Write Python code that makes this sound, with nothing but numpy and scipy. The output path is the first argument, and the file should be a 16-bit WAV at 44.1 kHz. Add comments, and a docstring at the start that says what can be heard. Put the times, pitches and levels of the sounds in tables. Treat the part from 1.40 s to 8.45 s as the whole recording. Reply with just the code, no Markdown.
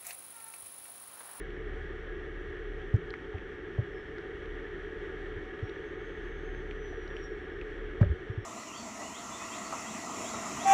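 """A heavy wrecker's six-cylinder diesel throbs and drones at low speed on a wet lot, with another truck idling nearby.
The exhaust is a few tones at multiples of the firing rate; the drone and clatter are noise that partly
repeats with each engine cycle, coloured by the block and panels; a thin turbo whistle rises and falls.
The microphone is in a hand-held camera: dull bumps swing its mount, light knocks buzz its case and raindrops tick on it."""
import sys
import numpy as np
from scipy import signal
from scipy.fft import rfft, irfft, next_fast_len
from scipy.io import wavfile
from scipy.ndimage import map_coordinates

SR = 44100
rng = np.random.default_rng(int(sys.argv[2]) if len(sys.argv) > 2 else 0)


def output_pcm(signal):
    """Save a mono or channel-first signal as 16-bit PCM at the path in sys.argv[1].

    Samples are clipped to [-1, 1] before scaling.
    """
    pcm = np.clip(np.atleast_2d(signal).T, -1, 1) * 32767
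    wavfile.write(sys.argv[1], SR, np.round(pcm).astype(np.int16))


N = 310905  # length in samples


def amp(db):
    """Decibels to gain."""
    return 10 ** (np.asarray(db) / 20)


def unit(x):
    """x scaled to rms 1."""
    return x / np.sqrt(np.mean(x ** 2) + 1e-20)


def curves(rows):
    """One value per sample for each column after the time."""
    time_s, *columns = np.transpose(rows)
    return [np.interp(np.arange(N) / SR, time_s, column) for column in columns]


def wobble(rate):
    """A smooth random curve with the given number of knots a second."""
    knots = rng.standard_normal(int(N * rate / SR) + 4)
    return map_coordinates(knots, [np.arange(N) * rate / SR])


def filtered(x, response):
    """x with its spectrum multiplied by a response of frequency."""
    size = next_fast_len(len(x) + 8192)  # padding keeps the filter's tail from wrapping round
    spectrum = rfft(x, size) * response(np.fft.rfftfreq(size, 1 / SR))
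    return irfft(spectrum, size)[:len(x)]


def coloured(x, spectrum):
    """x shaped by (Hz, dB) points joined on a log frequency axis, at rms 1."""
    point_hz, point_db = np.transpose(spectrum)
    return unit(filtered(x, lambda hz: amp(np.interp(np.log(hz + 1), np.log(point_hz), point_db))))


def resonating(x, modes):
    """x through parallel (Hz, width, dB) resonances, each a squared second-order peak, at rms 1."""
    def response(f):
        total = 0
        for centre, width, db in modes:
            peak = 1j * f * width / (centre * centre - f * f + 1j * f * width)
            total = total + amp(db) * peak ** 2
        return total
    return unit(filtered(x, response))


def noise():
    """Fresh white noise."""
    return rng.standard_normal(N)


def add(track, start_s, sound):
    """Mix a sound into the track at its start time."""
    part = track[round(start_s * SR):][:len(sound)]
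    part += sound[:len(part)]


def repeating(firings, share, count=6, size=4096):
    """Noise of which a share of the power repeats with every cycle of the six cylinders."""
    pattern = unit(irfft(np.exp(2j * np.pi * rng.random(size // 2 + 1))))
    cycle = np.interp(firings / count, np.arange(size) / size, pattern, period=1)
    share = np.clip(share, 0, 1)
    return np.sqrt(share) * cycle + np.sqrt(1 - share) * noise()


def firing_gate(firings, depth, decay, uneven_db, count=6):
    """A decaying burst at every firing; each cylinder keeps its own strength, each firing varies a little."""
    index = firings.astype(int)
    cylinder_db = uneven_db * unit(rng.standard_normal(count))
    firing_db = 1.9 * rng.standard_normal(index[-1] + 1)
    strength = amp(cylinder_db[index % count] + firing_db[index])
    bursts = unit(strength * np.exp(-(firings % 1) / decay))  # decay is in firing intervals
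    share = np.clip(depth, 0, 1)
    return np.sqrt(1 - share + share * bursts ** 2)


# low hum tones over the lot, the other truck's at 40, 80 and 160 Hz, plus a lone tone near 49 Hz: pitch_hz,
# level_db (rms, about which it wanders)
LOW_HUMS = [(40.3, -62), (49, -63), (80.6, -63.5), (160.5, -65.5)]
# colour of the yard's low rumble: frequency_hz, density_db (relative, per Hz)
YARD_RUMBLE = [(10, -15.5), (25, 0.5), (40, 0), (60, 2.5), (100, -4.5), (140, -6), (190, -9), (260, -8.5),
               (500, -39.5), (1000, -72)]


def lot():
    """Another truck hums in wandering low tones, beside a lone tone near 49 Hz, over the yard's rumble, which
    is shaped noise."""
    t = np.arange(N) / SR
    hum = 0
    for hz, db in LOW_HUMS:
        level = amp(db + 2.8 * wobble(0.71))
        hum = hum + level * unit(np.sin(2 * np.pi * hz * t + 1.6 * wobble(2.365)))
    rumble_level = amp(-51.5 + 0.92 * wobble(3.8))
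    return hum + rumble_level * coloured(noise(), YARD_RUMBLE)


# raindrops on the camera case: start_s, level_db (peak of the lower band, before the case's treble loss), band_hz
RAINDROPS = [(.105, -43, 2930), (1.5638, -52, 6200), (1.7053, -36, 3860), (1.7395, -25, 1700),
             (1.9833, -40, 2480), (2.783, -32, 1670), (2.784, -46.5, 4170), (3.058, -42.5, 2970),
             (4.192, -35.5, 1800), (4.2957, -39, 3200), (5.148, -34, 1850), (5.311, -32, 2607),
             (5.678, -45, 4400), (5.767, -33, 2560), (5.841, -53, 6500), (6.214, -33, 2510),
             (6.629, -27.5, 1520), (6.647, -43.5, 3150)]
DROP_OCTAVES = 0.62  # width of a drop's band
SPLASH_T60_S, SPLASH_SHARE = 0.017, 0.087  # splash after the tap: 60 dB decay time, size beside the tap
UPPER_RATIO, UPPER_DB = 1.7, -24.5  # second band: pitch ratio and level relative to the first


def drops():
    """Each drop is a sharp tap and a short noisy splash, ringing two bands set by the spot where it lands."""
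    track, t = np.zeros(N), np.arange(SR // 10) / SR
    for start_s, db, hz in RAINDROPS:
        splash = rng.standard_normal(len(t)) * amp(-60 * t / SPLASH_T60_S)
        tap = (t == 0) + SPLASH_SHARE * splash
        soft = np.cumsum(tap)  # water lands softly: the push falls 6 dB an octave
        for centre, band_db in (hz, db), (hz * UPPER_RATIO, db + UPPER_DB):
            edges = np.clip(centre * 2 ** (DROP_OCTAVES * np.array([-.5, .5])), 100, 16000)
            band = signal.butter(2, edges, "bandpass", fs=SR, output="sos")
            tick = signal.sosfilt(band, soft)
            add(track, start_s, amp(band_db) * tick / np.abs(tick).max())
    return filtered(track, lambda f: 1 / (1 + (f / 8600) ** 16))  # the case passes little of the highest treble


# knocks that buzz the camera case, alone or with a bump: start_s, level_db (peak), pitch_hz
CASE_KNOCKS = [(1.938, -45, 738.7), (2.379, -39, 585), (5.526, -44, 710), (6.604, -34.5, 580),
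               (6.629, -31.5, 583)]
KNOCK_WIDTH_HZ, KNOCK_T60_S = 126, 0.07  # resonance width; 60 dB decay time of the noise driving it


def case_knocks():
    """A light knock sets the case buzzing: a decaying noise burst through one narrow resonance."""
    track, t = np.zeros(N), np.arange(SR // 5) / SR
    for start_s, db, hz in CASE_KNOCKS:
        burst = rng.standard_normal(len(t)) * amp(-60 * t / KNOCK_T60_S)
        buzz = resonating(burst, [(hz, KNOCK_WIDTH_HZ, 0)])
        add(track, start_s, amp(db) * buzz / np.abs(buzz).max())
    return track


# bumps on the hand-held camera: start_s, level_db (nominal peak of the swing), pitch_hz
CAMERA_BUMPS = [(1.537, -13.5, 104.2), (1.941, -30.5, 84), (2.383, -18.5, 110), (2.416, -37, 100.3),
                (3.961, -38, 90.06), (4.2232, -26.5, 101), (6.61, -11, 111.8), (6.628, -21, 91),
                (6.657, -24.5, 72), (6.692, -22.5, 80), (6.706, -23, 75.5), (6.895, -27, 106),
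                (6.973, -25.5, 101)]
# resonances of the rattling case: pitch_hz, width_hz, level_db (relative)
CASE_RATTLE = [(154, 62, 1), (202, 69, 7), (292, 55, 3), (552, 52, 1), (743, 140, -11), (1334, 650, -22.5)]
SWELL_CYCLES = 0.63  # swings of the mount up to its widest
RATTLE_DB, HARD_DB, HARD_HZ = -14, -17, 110  # rattle relative to the swing, for a hard bump of this peak and pitch
RATTLE_GROWS, RATTLE_DB_PER_HZ = 0.87, 0.62  # weaker and lower bumps rattle less: dB per dB, dB per Hz
AFTER_RING_DB, AFTER_RING_HZ, AFTER_RING_T60_S = -21, 169.2, .22  # relative to the swing


def bumps():
    """Each bump rattles the case with noise, then swings the mount for a few cycles and leaves it ringing faintly."""
    track, t = np.zeros(N), np.arange(SR // 5) / SR
    late = np.maximum(t - .003, 0)  # the mount gives way just after the contact
    ring_decay = amp(AFTER_RING_DB - 60 * late / AFTER_RING_T60_S)
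    after_ring = ring_decay * np.sin(2 * np.pi * AFTER_RING_HZ * late)
    for start_s, db, hz in CAMERA_BUMPS:
        rise = late * hz / SWELL_CYCLES
        swing = (rise * np.exp(1 - rise)) ** 1.02 * np.sin(2 * np.pi * hz * late)
        rattle_db = RATTLE_DB + RATTLE_GROWS * (db - HARD_DB) + RATTLE_DB_PER_HZ * (hz - HARD_HZ)
        envelope = amp(-60 * t / 0.077) * (1 - np.exp(-t / 0.001))
        rattle = resonating(rng.standard_normal(len(t)), CASE_RATTLE) * envelope
        add(track, start_s, amp(db) * (swing + after_ring + amp(rattle_db) * rattle))
    return track


# the turbocharger's whistle, before its flutter: time_s, pitch_hz
TURBO_PITCH = [(0, 5430), (2.0, 5350), (3.4, 5400), (4.18, 5440), (4.3, 5620), (4.43, 6250), (4.56, 6380),
               (4.83, 6300), (5.13, 6340), (5.39, 5980), (5.72, 5693), (6.15, 5420), (7.05, 5500)]
# intake duct resonances that lift the whistle as it sweeps past: pitch_hz, width_hz, gain_db
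INTAKE_DUCT = [(5607, 58, 15.5), (5930, 110, 9.5), (6300, 140, 11)]
# swells of the whistle: time_s (middle), length_s, gain_db
WHISTLE_SWELLS = [(2.596, 0.19, 13), (4.26, 0.26, 8.5), (5.665, 0.83, 15), (7.05, 0.27, 10)]
WHISTLE_DB = -90.5  # rms, before duct, swells and flutter


def tone(pitch_hz):
    """A sine that follows a pitch curve, at rms 1."""
    return unit(np.sin(2 * np.pi * np.cumsum(pitch_hz) / SR))


def turbo():
    """A thin, fluttering whistle climbs and sinks back through the duct's resonances, beside a fainter steady one."""
    hz, = curves(TURBO_PITCH)
    t = np.arange(N) / SR
    duct_db = sum(db / (1 + (2 * (hz - centre) / width) ** 2) for centre, width, db in INTAKE_DUCT)
    swell_db = sum(db * np.exp(-(2 * (t - s) / length) ** 2) for s, length, db in WHISTLE_SWELLS)
    gliding_level = amp(WHISTLE_DB + duct_db + swell_db + 3 * wobble(35))
    gliding = gliding_level * tone(hz * (1 + 0.0039 * wobble(200)))
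    steady = amp(-95.5 + 2.4 * wobble(0.98)) * tone(5612 + 9 * wobble(60))
    return gliding + steady


# exhaust throb: time_s, level_db (before a small fixed trim)
THROB_LEVEL = [(0, -44), (.35, -38.5), (.7, -44.5), (1.42, -39.5), (1.75, -57), (2.8, -60.5), (3.15, -42),
               (3.65, -51.5), (3.9, -41.5), (4.3, -61.5), (5.0, -41), (5.8, -42), (6.1, -50.5), (6.45, -42),
               (7.05, -53)]
# exhaust tones: multiple (of the firing rate), level_db (relative)
EXHAUST_TONES = [(1, 2.5), (2, -6), (3, -15), (4, -22)]


def exhaust(firings):
    """The firing rate and its first overtones throb from the stack as sines locked to the crank."""
    level_db, = curves(THROB_LEVEL)
    tones = 0
    for multiple, db in EXHAUST_TONES:
        phase = 2 * np.pi * (multiple * firings + rng.random())
        tones = tones + amp(db + 1.2 * wobble(7.3)) * np.sin(phase)
    return amp(level_db - 0.8) * unit(tones)


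# the engine bay as a whole: time_s, level_db (reference for the drone and clatter)
BAY_LEVEL = [(0, -49.5), (2.4, -49.5), (3.7, -48), (5.3, -48.9), (6.55, -48.5), (7.05, -50.5)]
# colour of the engine's drone: frequency_hz, density_db (relative, per Hz)
DRONE_COLOUR = [(120, -47.5), (240, -23), (295, -7), (335, -6), (350, -0.5), (400, 0), (432, 2.5),
                (456, -3), (480, -14), (500, -29.5), (700, -47), (1500, -86.5)]
# broad sound of the block: frequency_hz, density_db (relative, per Hz)
BLOCK_COLOUR = [(200, -30.5), (500, -10), (660, -10.5), (810, -12.5), (1020, -13.5), (1250, -5), (1520, -6),
                (1680, 1.5), (1900, 0.5), (2100, -9), (2500, -15.5), (3300, -13), (3900, -27.5),
                (6000, -72.5)]
# ringing panels and covers: pitch_hz, width_hz, level_db (relative)
PANEL_MODES = [(532, 46, -0.5), (604, 21, -8), (751.4, 22.6, -1), (879, 22, -6), (1212, 45, -4.5),
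               (1464, 41, -2), (1652, 22.7, 3.5), (2209, 92, -5)]
# colour of the intake hiss: frequency_hz, density_db (relative, per Hz)
HISS_COLOUR = [(1500, -15), (3500, 3), (4300, 6), (4900, -1), (5300, -2), (5600, 5.5), (5950, 4.5),
               (6500, -3.5), (7500, -6), (8500, -10.5), (9900, -10.5), (11000, -35), (13300, -16.5)]
DRONE_DB = 5.5  # the drone relative to the bay level


def engine_bay(firings):
    """Crowded crank orders drone; combustion knocks rattle the block and ring its panels; the intake hisses."""
    level_db, = curves(BAY_LEVEL)
    drone = coloured(repeating(firings, share=0.42), DRONE_COLOUR)
    drone = drone * amp(0.33 * wobble(18) + 0.18 * wobble(1.7))
    knocks = firing_gate(firings, depth=0.12, decay=0.67, uneven_db=3.5)
    block = coloured(repeating(firings, share=0.15) * knocks, BLOCK_COLOUR)
    panels = resonating(repeating(firings, share=0.38) * knocks, PANEL_MODES)
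    hiss = amp(-26.5 + 0.73 * wobble(14)) * coloured(noise(), HISS_COLOUR)
    clatter = amp(-0.76) * block + amp(-6.5) * panels + hiss
    return amp(level_db) * (amp(DRONE_DB) * drone + amp(0.33 * wobble(10.0)) * clatter)


# the diesel's beat, before a slight wander: time_s, firing_hz
FIRING_RATE = [(0, 36.5), (.6, 35.53), (1.1, 36.21), (1.55, 35.35), (2.2, 35.73), (2.8, 36.22),
               (3.5, 35.29), (4.2, 36.08), (4.8, 36.17), (5.35, 35.38), (6, 35.44), (7.05, 35.94)]


def scene():
    """One crankshaft drives exhaust and engine bay; whistle, lot and the touches on the camera join them."""
    firing_hz, = curves(FIRING_RATE)
    firings = np.cumsum(firing_hz * (1 + .004 * wobble(6))) / SR  # running count of firings
    background = lot() + drops() + case_knocks() + bumps()
    engine = turbo() + exhaust(firings) + engine_bay(firings)
    return (background + engine)[None]


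TOP_HZ = 13700  # the camera's band limit


def record(dry):
    """The camera keeps nothing above its band limit."""
    return filtered(dry[0], lambda hz: hz < TOP_HZ)[None]


dry = scene()
out = record(dry)
output_pcm(out)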